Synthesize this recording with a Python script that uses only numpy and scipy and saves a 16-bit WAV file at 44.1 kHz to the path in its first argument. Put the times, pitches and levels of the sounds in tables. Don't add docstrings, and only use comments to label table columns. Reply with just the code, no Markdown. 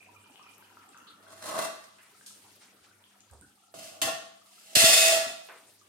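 import sys
import numpy as np
from scipy import signal
from scipy.fft import rfft
from scipy.io import wavfile
from scipy.ndimage import uniform_filter1d

SR = 44100
rng = np.random.default_rng(int(sys.argv[2]) if len(sys.argv) > 2 else 0)


def waveform_to_disk(signal):
    frames = np.transpose(np.atleast_2d(signal))
    scaled = np.clip(frames, -1, 1) * 32767
    samples = np.round(scaled).astype(np.int16)
    wavfile.write(sys.argv[1], SR, samples)


def boost(x):
    u = np.asarray(x, float) / 20
    return 10 ** u


N = 259308

# frequency in Hz, likeness (1 = same on both sides).
LIKENESS = [(60, 0.91), (180, 1), (550, 0.45), (1650, 0.11), (4970, 0.093), (15000, 0.08)]
EDGES_HZ = 40 * 2 ** np.arange(0, 9.1, 0.5)
STOVE_LAG_S, COUNTER_LAG_S = 0.0001, 0.0004


def rms_one(x):
    return x / np.sqrt(np.mean(x ** 2) + 1e-20)


def at_hz(points, hz):
    table_hz, values = np.array(points).T[:2]
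    return np.interp(np.log(hz), np.log(table_hz), values)


def band(x, low_hz, high_hz):
    return signal.sosfilt(signal.butter(2, [low_hz, high_hz], "band", fs=SR, output="sos"), x)


def drift(rate_hz):
    r = np.exp(-80 * np.pi * rate_hz / SR)
    slow = signal.lfilter([1], [1, -2 * r, r * r], rng.standard_normal(N // 40 + 2002))[2000:]
    return np.interp(np.arange(N) / 40, np.arange(len(slow)), rms_one(slow))


def through(x, response):
    return signal.fftconvolve(np.atleast_2d(x), response, axes=1)[:, :N]


def stereo(mid, side, alike):
    return np.sqrt(1 + alike) * mid + np.sqrt(1 - alike) * side * [[1], [-1]]


def kitchen(wet_db, left_lag_s):
    # frequency in Hz, decay time t60 in s.
    room_t60 = [(150, 0.4), (1000, 0.62), (4000, 0.63), (14000, 0.36)]
    t = np.arange(SR * 3 // 4) / SR
    white = rng.standard_normal((2, 2, len(t)))
    tail = 0
    for k, (low, high) in enumerate(zip(EDGES_HZ, EDGES_HZ[1:])):
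        decay = boost(-60 * t / at_hz(room_t60, np.sqrt(low * high)))
        tail = tail + band(white[k % 2], low, high) * decay
    tail *= np.clip(t / 0.0033, 0, 1)
    response = boost(wet_db) * tail / np.sqrt(np.sum(tail ** 2) / 2)
    response[0, round(left_lag_s * SR)] += 1
    response[1, 0] += 1
    return response


def hum():
    # middle in s, half length in s, nominal peak in dB.
    hum_swells = [(0.137, .2, -68), (0.64, 0.32, -73.5), (1.43, 0.28, -67), (1.92, 0.26, -79),
                  (2.456, .2, -72), (2.958, 0.14, -72), (3.342, 0.17, -69), (3.91, 0.26, -71),
                  (4.376, 0.15, -82), (5.804, 0.14, -74)]
    hum_hz, octave_db = 100, -75.5
    t = np.arange(N) / SR
    phase = 2 * np.pi * np.cumsum(hum_hz * (1 + 0.003 * drift(4))) / SR
    swell = sum(boost(db) * np.clip(1 - ((t - mid_s) / half_s) ** 2, 0, 1) for mid_s, half_s, db in hum_swells)
    fundamental = swell * boost(1.5 * drift(9)) * np.sin(phase)
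    octave = boost(octave_db + 3 * drift(7)) * np.sin(2 * phase)
    return fundamental + octave


def air(patchy_db):
    # time in s, rms in dB below the split, rms in dB above it (mean of both sides).
    air_levels = [(0.0, -65, -66), (0.8, -66, -64), (1.15, -64, -68), (1.95, -70, -63.5), (2.4, -64.5, -59),
                  (2.9, -67, -66.5), (3.7, -74.5, -67.5), (5.7, -67.5, -60), (5.88, -68.5, -66)]
    # frequency in Hz, relative band gain in dB.
    air_colour = [(40, -41.5), (70, -52.5), (100, -5), (140, -10.5), (200, -14), (300, -1), (480, -8.5),
                  (900, -14), (1800, -12.5), (3200, -10.5), (6000, -12.5), (8700, -13.5), (12000, -12.5),
                  (15800, -53.5)]
    split_hz = 2500
    s, *columns = np.transpose(air_levels)
    low_db, high_db = [np.interp(np.arange(N) / SR, s, c) for c in columns]
    halves, white = np.zeros((2, 2, N)), rng.standard_normal((2, 2, N))
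    for k, (low, high) in enumerate(zip(EDGES_HZ, EDGES_HZ[1:])):
        mid, side = band(white[k % 2], low, high)
        hz = np.sqrt(low * high)
        alike = np.clip(at_hz(LIKENESS, hz), -1, 1)
        gain = boost(at_hz(air_colour, hz) + patchy_db * (1000 / hz) ** 0.09 * drift(20))
        halves[int(hz > split_hz)] += gain * stereo(mid, side, alike)
    low_hiss = boost(low_db) * rms_one(halves[0])
    high_hiss = boost(high_db + np.array([[0.8], [-0.8]])) * rms_one(halves[1])
    return low_hiss + high_hiss + hum()


def simmer():
    # low Hz, high Hz, nominal bubbles per s, base level in dB, cycles per 60 dB of decay.
    bubbles = [(700, 1750, 70, -58, 22), (2400, 3600, 90, -64, 55)]
    first_pot_s, second_pot_db = 1.3, -6.5
    climb_from, climb_by, pitch_scatter = 0.25, 0.45, 0.2
    t = np.arange(N) / SR
    out = np.zeros((2, N))
    first = t < first_pot_s
    for low_hz, high_hz, per_s, db, cycles in bubbles:
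        boiling = np.where(first, 1, boost(second_pot_db) * (low_hz == bubbles[0][0]))
        sizes = boost(db + 4 * np.minimum(rng.exponential(1, N), 3)) * rng.choice([-1, 1], N)
        born = rng.random(N) < per_s * boost(4 * drift(6)) / SR
        climb = climb_from + climb_by * t / first_pot_s + pitch_scatter * rng.standard_normal(N)
        climbing = np.clip(10 * climb, 0, 9).astype(int)
        pitch = np.where(first, climbing, rng.integers(0, 10, N))
        for k, hz in enumerate(np.geomspace(low_hz, high_hz, 10)):
            r, w = boost(-60 * hz / cycles / SR), 2 * np.pi * hz / SR
            bursts = sizes * born * boiling * (pitch == k) + 1e-18
            ring = signal.lfilter([0, np.sin(w)], [1, -2 * r * np.cos(w), r * r], bursts)
            out += band(ring, 0.98 * hz, 1.093 * hz) * boost(rng.normal(0, 4.3, (2, 1)))
    return out


def ticks(room):
    # start in s, dry level in dB before pan and decay, frequency in Hz, left over right in dB.
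    tick_rows = [(0.029, -46, 2370, 6), (0.07, -52, 715, -1), (0.299, -50.5, 870, -2),
                 (0.3092, -46, 8200, 0), (0.346, -53, 821, 5), (0.358, -40.5, 3020, 3),
                 (0.396, -44.5, 1090, 3), (0.4284, -46, 5510, 8), (0.581, -38.5, 12400, 9),
                 (0.583, -52, 1260, 4), (0.625, -46.5, 1500, 4), (0.702, -48.5, 1410, 6),
                 (0.771, -41, 1310, 1), (0.891, -40.5, 7780, 1.5), (0.946, -45, 1480, 5),
                 (0.967, -44, 1310, 0), (0.9754, -41.5, 6400, 4), (1.776, -43, 4870, -3),
                 (2.211, -47, 1646, 2), (3.04, -44.5, 3260, 2), (3.206, -40.5, 6700, 3),
                 (3.3128, -42, 7800, -3), (3.3354, -45, 8700, -7), (3.412, -38.5, 8700, -4)]
    cycles = 21
    out, t = np.zeros((2, N + SR)), np.arange(SR // 2) / SR
    for s, db, hz, pan_db in tick_rows:
        at = round(s * SR)
        ring = boost(db - 60 * t * hz / cycles) * np.sin(2 * np.pi * hz * t)
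        out[:, at:at + len(t)] += ring * boost(np.array([[pan_db / 2], [-pan_db / 2]]))
    return through(out, room)


def knocks_and_brushes():
    # start in s, rms in dB before the envelope, low Hz, high Hz, decay t60 in s.
    knocks = [(1.984, -57, 790, 2960, 0.79), (2.261, -46.5, 2840, 12000, 0.45), (3.3, -48.5, 61, 107, 0.41),
              (2.44, -60, 706, 1160, 0.34), (3.739, -58.5, 80, 406, 1), (4.018, -49, 70, 404, 0.65),
              (5.486, -46, 322, 2450, 0.52)]
    # start in s, rms in dB before the envelope, low Hz, high Hz, rise in s.
    brushes = [(1.069, -50.5, 3260, 4600, 0.013), (2.6, -49, 597, 8300, 0.035),
               (2.827, -56, 600, 7710, 0.019), (3.313, -52, 246, 1230, 0.021),
               (3.416, -55.5, 1440, 1590, .01), (3.402, -53.5, 60, 413, .04),
               (5.248, -45, 118.5, 443, 0.031)]
    knock_rise_s, brush_t60_s = 0.0017, 0.3
    out, t = np.zeros((2, N)), np.arange(SR // 2) / SR
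    rows = [(*row[:4], knock_rise_s, row[4]) for row in knocks] + [(*row, brush_t60_s) for row in brushes]
    for s, db, low_hz, high_hz, rise_s, t60_s in rows:
        at = round(s * SR)
        alike = np.clip(at_hz(LIKENESS, low_hz), 0, 1)
        sides = stereo(*rng.standard_normal((2, len(t))), alike)
        noise = rms_one(band(band(sides, low_hz, high_hz), low_hz, high_hz))
        burst = noise * boost(db - 60 * t / t60_s) * np.clip(t / rise_s, 0, 1)
        out[:, at:at + len(t)] += burst[:, :N - at]
    return out


def jolts():
    # time of the push in s, nominal right-side peak in dB.
    jolt_rows = [(4.769, -14), (4.832, -21), (4.842, -11.5), (4.896, -25)]
    out, t = np.zeros(N), np.arange(SR // 50) / SR
    push = np.exp(-((t - 0.002) / 0.00044) ** 2)
    swing_back = 0.14 * np.exp(-((t - 0.0045) / 0.0015) ** 2)
    for s, db in jolt_rows:
        at = round((s - 0.002) * SR)
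        out[at:at + len(t)] += boost(db) * (push - swing_back)
    return out * boost(np.array([[-25.0], [0.0]]))


def rubbing(strokes, per_s, grit_db, bump_db):
    t = np.arange(N) / SR
    sizes = boost(grit_db * np.minimum(rng.exponential(1, N), 5)) * rng.choice([-1, 1], N)
    grit = rms_one(sizes * (rng.random(N) < per_s / SR)) * boost(bump_db * drift(34))
    force = np.zeros((2, N))
    for rows in strokes:
        s, *columns = np.transpose(rows)
        force += [boost(np.interp(t, s, c, -200, -200)) for c in columns]
    ease = np.exp(-1 / (0.002 * SR))
    return grit * signal.lfilter([1 - ease], [1, -ease], force)


def lid_responses(room, spots):
    # frequency in Hz, t60 in s, then relative level in dB
    strong_modes = [(310, 0.14, -12, -16, -14, -24), (495, 0.14, -18, -18, -13, -20),
                    (614, 0.14, -8, -16, -24, -11), (659, 0.45, 3, 2, -7, 3),
                    (713, 0.14, -14, -12, -16, -15), (786, 0.14, -13, -20, -8, -19),
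                    (1077, 0.14, -8, -17, -7, -18), (1157, 0.4, -8, -16, -10, -12),
                    (1332, 0.14, -16, -22, -18, -15), (1373, 0.14, -18, -22, -14, -16),
                    (1416, 0.14, -19, -18, -11, -17), (1696, 0.25, -19, -19, -8, -11),
                    (1787, 0.14, -21, -27, -12, -18), (1836, 0.14, -21, -24, -11, -21),
                    (1916, 0.14, -26, -23, -17, -8), (1968, 0.14, -25, -22, -22, -12),
                    (2030, 0.3, -16, -20, -15, -12), (2178, 0.14, -29, -20, -12, -15),
                    (2476, 0.25, -22, -21, -19, -16), (2533, 0.3, -23, -20, -12, -4),
                    (2705, 0.35, -14, -18, 2, -9), (2772, 0.25, -21, -13, -13, -9),
                    (3042, 0.14, -39, -21, -20, -12), (3510, 0.14, -23, -13, -19, -7),
                    (3674, 0.3, -19, -21, -19, -6), (4054, 0.14, -24, -18, -19, -14),
                    (4455, 0.14, -23, -16, -16, -15), (4538, 0.14, -25, -19, -22, -11),
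                    (5206, 0.14, -26, -23, -10, -10), (5319, 0.14, -27, -17, -18, -5),
                    (5709, 0.14, -16, -21, -15, -16)]
    # frequency in Hz, relative level in dB per Hz.
    on_rim = [(120, -42), (200, -16), (330, -11), (700, -4), (1200, -8), (1700, -17.5), (2300, -26.5),
              (3000, -27.5), (3600, -20), (5500, -25), (9000, -25), (13000, -28.5), (15500, -36)]
    on_stone = [(120, -33), (200, -39), (300, -29), (450, -29.5), (650, -3.5), (900, -26.5), (1600, -18.5),
                (2300, -18), (2600, -14), (3600, -12.5), (6000, -14.5), (9000, -17), (12500, -21),
                (15500, -24)]
    crossover_hz = 1500
    prominence_db = 5
    t = np.arange(SR * 2 // 5) / SR
    strong_hz, strong_t60, *contacts_db = np.transpose(strong_modes)
    weak_hz = np.linspace(150, 15800, 300) + rng.uniform(-20, 20, 300)
    t60 = np.r_[strong_t60, 0.055 * (weak_hz / 1000) ** -0.1]
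    hz = np.r_[strong_hz, weak_hz]
    turn = np.exp(np.outer(2j * np.pi * hz - np.log(1000) / t60, t).astype(np.complex64))
    bins = np.round(hz / SR * room.shape[1]).astype(int)
    room_power = np.mean(abs(rfft(room)) ** 2, axis=0)
    in_room = np.sqrt(uniform_filter1d(room_power, size=5)[bins])
    strong_offset_db = prominence_db + 14 * strong_t60 - 1.4 * np.log2(strong_hz / 660)
    shape = (spots, 2, len(hz))
    out = []
    for strong_db, sheet in zip(contacts_db, (on_rim, on_stone, on_stone, on_stone)):
        height = boost(np.r_[strong_db + strong_offset_db, at_hz(sheet, weak_hz)]) / t60 / in_room
        facing = boost(rng.normal(0, 1, shape)) * np.exp(0.8j * rng.standard_normal(shape))
        facing *= rng.choice([-1, 1], (spots, 1, len(hz)))
        facing[:, 0] *= np.exp(2j * np.pi * hz * COUNTER_LAG_S * (hz < crossover_hz))
        parts = []
        for chosen in (hz < crossover_hz, hz >= crossover_hz):
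            rings = ((height * facing * chosen).astype(np.complex64) @ turn).imag
            in_band = band(rings, 170, 16000)
            heard = signal.fftconvolve(in_band, room[None], axes=2)
            parts.append(heard / np.sqrt(np.sum(heard ** 2) / 2 / spots))
        out.append(parts)
    return out


def lid(room, spots=3):
    # time in s, bending in dB below the crossover,
    # rasp in dB above it.
    drag = [
        [(1.17, -65.5, -73), (1.38, -53.5, -51), (1.46, -41, -41), (1.55, -32, -40.5), (1.645, -40.5, -37.5),
         (1.71, -67, -110), (1.84, -65, -49)],
    ]
    slides = [
        [(3.74, -48, -42.5), (3.745, -49, -49), (3.86, -50.5, -46), (4.01, -53, -65)],
        [(4.015, -40.5, -15), (4.027, -34, -29), (4.085, -31.5, -37.5)],
        [(4.45, -91, -62.5), (4.74, -54, -50.5)],
        [(4.751, -25, -2.5), (4.757, -27.5, -16), (5.06, -29.5, -21), (5.15, -28, -27), (5.25, -42, -48.5),
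         (5.32, -56, -43.5)],
    ]
    # time in s, relative rasp in dB, relative bending in dB.
    strikes = [(3.7404, -40, -41), (3.7873, -35, -50), (3.8287, -37, -52), (3.8604, -38, -53),
               (4.0163, -9, -33), (4.7556, -7, -28), (4.8194, -6, -26), (4.8944, -9, -26)]
    dragged = rubbing(drag, per_s=2000, grit_db=4.5, bump_db=3.5)
    eased = rubbing(slides[0::2], per_s=4000, grit_db=3, bump_db=1)
    knocked = rubbing(slides[1:2], per_s=3000, grit_db=3.5, bump_db=1.5)
    slid = rubbing(slides[3:], per_s=3000, grit_db=3, bump_db=1.2)
    struck = (eased, eased, eased, eased, knocked, slid, slid, slid)
    for (s, rasp_db, bend_db), contact in zip(strikes, struck):
        contact[:, round(s * SR)] += boost(np.array([bend_db + 27, rasp_db + 12]))
    spot, out = rng.integers(0, spots, N), 0
    for pushes, responses in zip((dragged, eased, knocked, slid), lid_responses(room, spots)):
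        for push, response in zip(pushes, responses):
            out = out + sum(through(push * (spot == k), response[k]) for k in range(spots))
    return out


def scene():
    counter = kitchen(wet_db=-2.0, left_lag_s=COUNTER_LAG_S)
    stove = kitchen(wet_db=0.5, left_lag_s=STOVE_LAG_S)
    background = air(patchy_db=3.0) + through(simmer(), stove)
    small_sounds = ticks(stove) + knocks_and_brushes()
    return background + small_sounds + jolts() + lid(counter)


def top_cut(x):
    return signal.sosfilt(signal.butter(12, 16620, fs=SR, output="sos"), x)


def record(dry):
    # centre in Hz, width in Hz, gain in dB.
    port = [(8700, 590, 4.5), (13800, 1100, -23.5)]
    for hz, width_hz, db in port:
        dry = dry + (boost(db) - 1) * signal.lfilter(*signal.iirpeak(hz, hz / width_hz, SR), dry)
    low_cut = signal.sosfilt(signal.butter(2, 55, "high", fs=SR, output="sos"), dry)
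    mix = signal.sosfilt(signal.cheby2(18, 60, 16500, fs=SR, output="sos"), low_cut)
    return top_cut(mix)


dry = scene()
out = record(dry)
waveform_to_disk(out)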